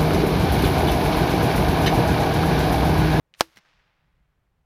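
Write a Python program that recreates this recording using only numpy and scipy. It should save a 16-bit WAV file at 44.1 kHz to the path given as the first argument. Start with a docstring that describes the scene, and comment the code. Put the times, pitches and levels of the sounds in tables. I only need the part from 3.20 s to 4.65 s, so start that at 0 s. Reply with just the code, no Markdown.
"""A small-calibre rifle is fired from far off, heard beside its cardboard-backed paper mark.
Over faint wind the thin report arrives first. The subsonic bullet whizzes past, dropping in pitch,
smacks through the cardboard and then thuds into the earth bank behind.
Last, the woods throw the shot back in a long, darkening tail."""
import sys
import numpy as np
from scipy import signal
from scipy.fft import rfft, irfft, next_fast_len
from scipy.io import wavfile

SR = 44100
rng = np.random.default_rng(int(sys.argv[2]) if len(sys.argv) > 2 else 0)


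def inscribe(sig):
    """Save sig as 16-bit PCM at rate SR to the path in sys.argv[1].

    A 1-D sig is mono; a 2-D sig holds one channel per row.
    Samples are clipped to [-1, 1] before scaling.
    """
    pcm = np.round(np.clip(np.atleast_2d(sig).T, -1, 1) * 32767)
    wavfile.write(sys.argv[1], SR, pcm.astype(np.int16))


N = 63945
REPORT_S, PASS_S, HIT_S = 0.1398, 0.1996, 0.20822  # cues: report arrives, bullet nearest, cardboard hit


def amp(db):
    """Decibels to gain."""
    return 10 ** (np.asarray(db) / 20)


def along(points, hz):
    """Read a curve of (f/Hz, value) points on a log frequency axis."""
    freqs, values = np.transpose(points)
    return np.interp(np.log(hz + 1), np.log(freqs + 1), values)


def clock():
    """The time of each sample in seconds."""
    return np.arange(N) / SR


def filtered(x, response):
    """Pass x through a complex frequency response."""
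    size = next_fast_len(N + SR // 2)
    return irfft(rfft(x, size) * response(np.fft.rfftfreq(size, 1 / SR)), size)[:N]


def noise(spectrum, spiky_db=0):
    """Coloured noise of rms 1; scatter in the size of its impulses makes it crackle."""
    white, sizes = rng.standard_normal((2, N))
    coloured = filtered(white * amp(spiky_db * sizes), lambda hz: amp(along(spectrum, hz)))
    return coloured / np.sqrt(np.mean(coloured ** 2) + 1e-20)


def fade(start, attack, t60):
    """An envelope that rises at start and dies away; times in seconds."""
    age = np.maximum(clock() - start, 0)
    return (1 - np.exp(-age / attack)) * np.exp(-np.log(1000) * age / t60)


def pulse(start, spectrum, spread):
    """A pressure pulse with envelope peak 1; its bass lags its treble, by spread seconds at 1 kHz."""
    def response(hz):
        lag_cycles = start * hz + 2 * spread * np.sqrt(1000 * hz)
        return amp(along(spectrum, hz)) * np.exp(-2j * np.pi * lag_cycles)
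    pressure = filtered(signal.unit_impulse(N), response)
    return pressure / np.abs(signal.hilbert(pressure)).max()


# Fader ride of the gusts: t/s, level/dB
GUST_RIDE = [(0, -78), (0.301, -76.5), (.45, -86.5), (.58, -70), (.75, -74.5), (.81, -67), (1, -63.5),
             (1.1, -71.5), (1.321, -69), (1.45, -72)]
# Tone of the gusts' rumble and of the steady air: f/Hz, level/dB
RUMBLE_EQ = [(15, -8), (42, 2.5), (90, -6.5), (160, -11.5), (300, -31), (1000, -61)]
AIR_EQ = [(30, -3), (110, -2.5), (152, 8), (210, -8), (400, -8.5), (1000, -11), (2500, -19), (5000, -28),
          (9000, -32.5), (16000, -32)]


def wind():
    """The bed: light gusts buffet the microphone over steady outdoor air."""
    gust_db = np.interp(clock(), *np.transpose(GUST_RIDE))
    return amp(gust_db) * noise(RUMBLE_EQ) + amp(-75) * noise(AIR_EQ)


# Tone of the woods' tail: f/Hz, level/dB
WOODS_EQ = [(150, -13), (400, -8.5), (900, -1), (2000, 0.5), (3500, -4.5), (5500, -9), (8000, -23.5),
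            (14000, -33)]
# Its decay, treble dying first: f/Hz, t60/s
WOODS_DECAY = [(300, 3.4), (1000, 2.43), (2500, 2.14), (5000, 1.35), (9000, 0.67)]
# Separate echoes from clumps of trees: t/s, level/dB, t60/s
TREE_ECHOES = [(0.446, -60.5, 0.18), (0.589, -62.5, .12), (0.664, -68, 0.14)]
# Their dull tone: f/Hz, level/dB
ECHO_EQ = [(200, -15), (800, 4), (2000, 2.5), (4000, -16), (7000, -19), (14000, -49)]


def woods():
    """The shot rolls through the trees, swelling at the far treeline and in separate dull echoes."""
    treeline_s, rise_s, lift_db = 0.46, 0.043, 3  # the far trees answer late
    hz, t, bands = signal.stft(noise(WOODS_EQ, spiky_db=5.5), SR, nperseg=256)
    age = np.maximum(t - treeline_s, 0)
    decay = np.exp(-np.log(1000) * age / along(WOODS_DECAY, hz)[:, None])
    tail = signal.istft(bands * decay, SR, nperseg=256)[1][:N]
    near = np.clip((clock() - REPORT_S) / 0.012, 0, 1)
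    far = np.clip((clock() - treeline_s) / rise_s, 0, 1)
    swells = sum(amp(db) * fade(start, 0.0033, t60) for start, db, t60 in TREE_ECHOES)
    return tail * near * amp(-67 + lift_db * far) + swells * noise(ECHO_EQ)


# Blows in the earth bank: t/s, level/dB, t60/s, low-pass f/Hz
BANK_BLOWS = [(0.3587, -48, 0.0046, 15000), (0.3617, -46, 0.0089, 14100), (0.3675, -48.5, 0.012, 7050),
              (0.3708, -39.5, 0.03, 3940), (0.378, -41.5, 0.012, 8000), (0.3854, -43, 0.031, 2020)]
# Tone of the grit and of the bank's low answer: f/Hz, level/dB
GRIT_EQ = [(50, -9), (160, -8.5), (400, -2.5), (900, -10), (1500, -1), (2200, 5.5), (3200, 0), (5500, -0.5),
           (8000, -8.5), (15000, -9)]
THUD_EQ = [(50, -6), (110, 5), (170, 19), (400, -29.5), (900, 6), (2500, -22)]


def earth_bank():
    """The bullet buries itself in the earth in a few gritty blows; each sets off a soft thud."""
    blows = np.zeros(N)
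    for start, db, t60, cutoff_hz in BANK_BLOWS:
        grit = fade(start, 0.00012, t60) * noise(GRIT_EQ, spiky_db=3.5)
        thud = amp(-10.5) * fade(start, 0.002, 0.046) * noise(THUD_EQ)
        blows += amp(db) * filtered(grit + thud, lambda hz: 1 / (1 + 1j * hz / cutoff_hz))
    return blows


# Tone of the thin muzzle pop and of its scatter: f/Hz, level/dB
REPORT_EQ = [(200, -45), (900, -26.5), (1700, -8.5), (2900, 4.5), (4500, -9.5), (6500, -14), (10000, -30),
             (16000, -66.5)]
SCATTER_EQ = [(200, -42), (700, -3), (1500, -1), (2800, 4), (4500, -3.5), (7000, -12.5), (14000, -39)]


def report():
    """The distant muzzle pop, a slap off a wall near the shooter and scatter around the firing point."""
    wall_s = 0.147
    pop = amp(-33) * pulse(REPORT_S, REPORT_EQ, spread=0.00026)
    slap = amp(-46) * pulse(wall_s, REPORT_EQ, spread=0.00005)
    scatter = amp(-54) * fade(REPORT_S, 0.00022, 0.034) + amp(-51) * fade(wall_s, 0.00059, 0.023)
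    return pop + slap + scatter * noise(SCATTER_EQ)


# Tone of the hiss in the bullet's wake: f/Hz, level/dB
WAKE_EQ = [(300, -12), (1500, -4.5), (5000, -1.5), (8000, -0.5), (12000, -2), (16000, -12)]


def whizz():
    """The fly-by: the bullet's whistle drops in pitch as it passes; its hiss swells and falls away."""
    approach_hz, recede_hz, pass_width_s = 3126, 480, 0.0033
    t = clock()
    position = (t - PASS_S) / pass_width_s  # negative while the bullet approaches
    hz = recede_hz + (approach_hz - recede_hz) * (1 - np.tanh(position)) / 2
    flutter = 0.47 * noise([(500, 1.5), (3000, -29.5)])  # phase jitter roughens the whistle
    nearness = 1 / np.sqrt(1 + position ** 2)
    whistle = amp(-40) * nearness ** 2.9 * np.sin(2 * np.pi * np.cumsum(hz) / SR + flutter)
    wake_swell = (1 + ((t - PASS_S) / 0.0035) ** 2) ** -0.55
    hiss = amp(-46.5) * wake_swell * noise(WAKE_EQ)
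    flight = np.clip((t - REPORT_S) / (PASS_S - REPORT_S), 0, 1) * (t < HIT_S)
    return flight * (whistle + hiss)


# Tone of the smack and of its bounces: f/Hz, level/dB
SMACK_EQ = [(15, -36.5), (40, -21), (100, -6.5), (250, -2), (700, 0.5), (1100, 0.5), (1800, -17.5),
            (2300, -7.5), (3100, -6.5), (5200, -9), (7000, -17), (8500, -15.5), (9500, -26.5), (11500, -19),
            (14500, -29.5), (16000, -45.5)]
BOUNCE_EQ = [(100, -19), (450, -13.5), (700, 0.5), (1150, -2), (1700, -2), (2700, -8), (3400, -15.5),
             (5500, -14.5), (8000, -28), (14000, -31)]
# Bounces off the stand and the ground: t/s after the hit, level/dB
BOUNCE_TAPS = [(.0017, -12.5), (.0025, -15.5), (.0031, -9)]
# Modes of the cardboard, from its slow flap upward: f/Hz, level/dB, t60/s
BOARD_MODES = [(74, -57.5, .35), (328, -38, 0.17), (497, -29, .055), (600, -26, 0.032), (677, -18.5, .034),
               (852, -23, 0.04), (1013, -18.5, .02), (1120, -23.5, .04), (1389, -31.5, .045),
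               (1550, -20, .022), (2260, -24, .02), (2680, -22.5, 0.016), (2923, -25.5, 0.015),
               (4330, -27, 0.024)]
# Tone of the tearing fibres and of the after-rattle and scraps: f/Hz, level/dB
TEAR_EQ = [(60, -8), (300, -8), (700, 0), (1200, -1), (2500, -6), (5000, -5), (8000, -17.5), (13000, -19.5),
           (16000, -29.5)]
SCRAPS_EQ = [(100, -4), (600, -0.5), (1300, 1), (2500, -1.5), (5500, -3), (8000, -11.5), (13000, -11),
             (16000, -19)]


def cardboard():
    """The main hit: the bullet punches through with a smack; the board rings, tears and sheds scraps."""
    smack = -amp(0.22) * pulse(HIT_S, SMACK_EQ, spread=0.00085)
    bounces = -sum(amp(db) * pulse(HIT_S + delay, BOUNCE_EQ, spread=0.0008) for delay, db in BOUNCE_TAPS)
    age = clock() - HIT_S
    ring = sum(amp(db) * fade(HIT_S, 0.0044, t60) * np.sin(2 * np.pi * hz * age)
               for hz, db, t60 in BOARD_MODES)
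    tear = amp(-14.5) * fade(HIT_S, 0.001, 0.033) * noise(TEAR_EQ, spiky_db=4)
    rattle = amp(-40.5) * fade(HIT_S, 0.003, 0.15) * noise(SCRAPS_EQ, spiky_db=3.5)
    scraps = amp(-60) * fade(HIT_S, 0.011, 1.0) * noise(SCRAPS_EQ, spiky_db=9.5)
    scraps_gate = np.clip((0.39 - clock()) / 0.029, 0, 1)
    return smack + bounces + ring + tear + rattle + scraps * scraps_gate


def scene():
    """The mono mix, as heard beside the cardboard."""
    return (report() + woods() + whizz() + cardboard() + earth_bank() + wind())[None]


def record(dry):
    """Hard clipping near full scale, then a steep high cut."""
    top_hz = 16000
    clipped = np.clip(dry[0], -0.95, 0.95)
    return filtered(clipped, lambda hz: 1 / np.sqrt(1 + (hz / top_hz) ** 120))[None]


dry = scene()
out = record(dry)
inscribe(out)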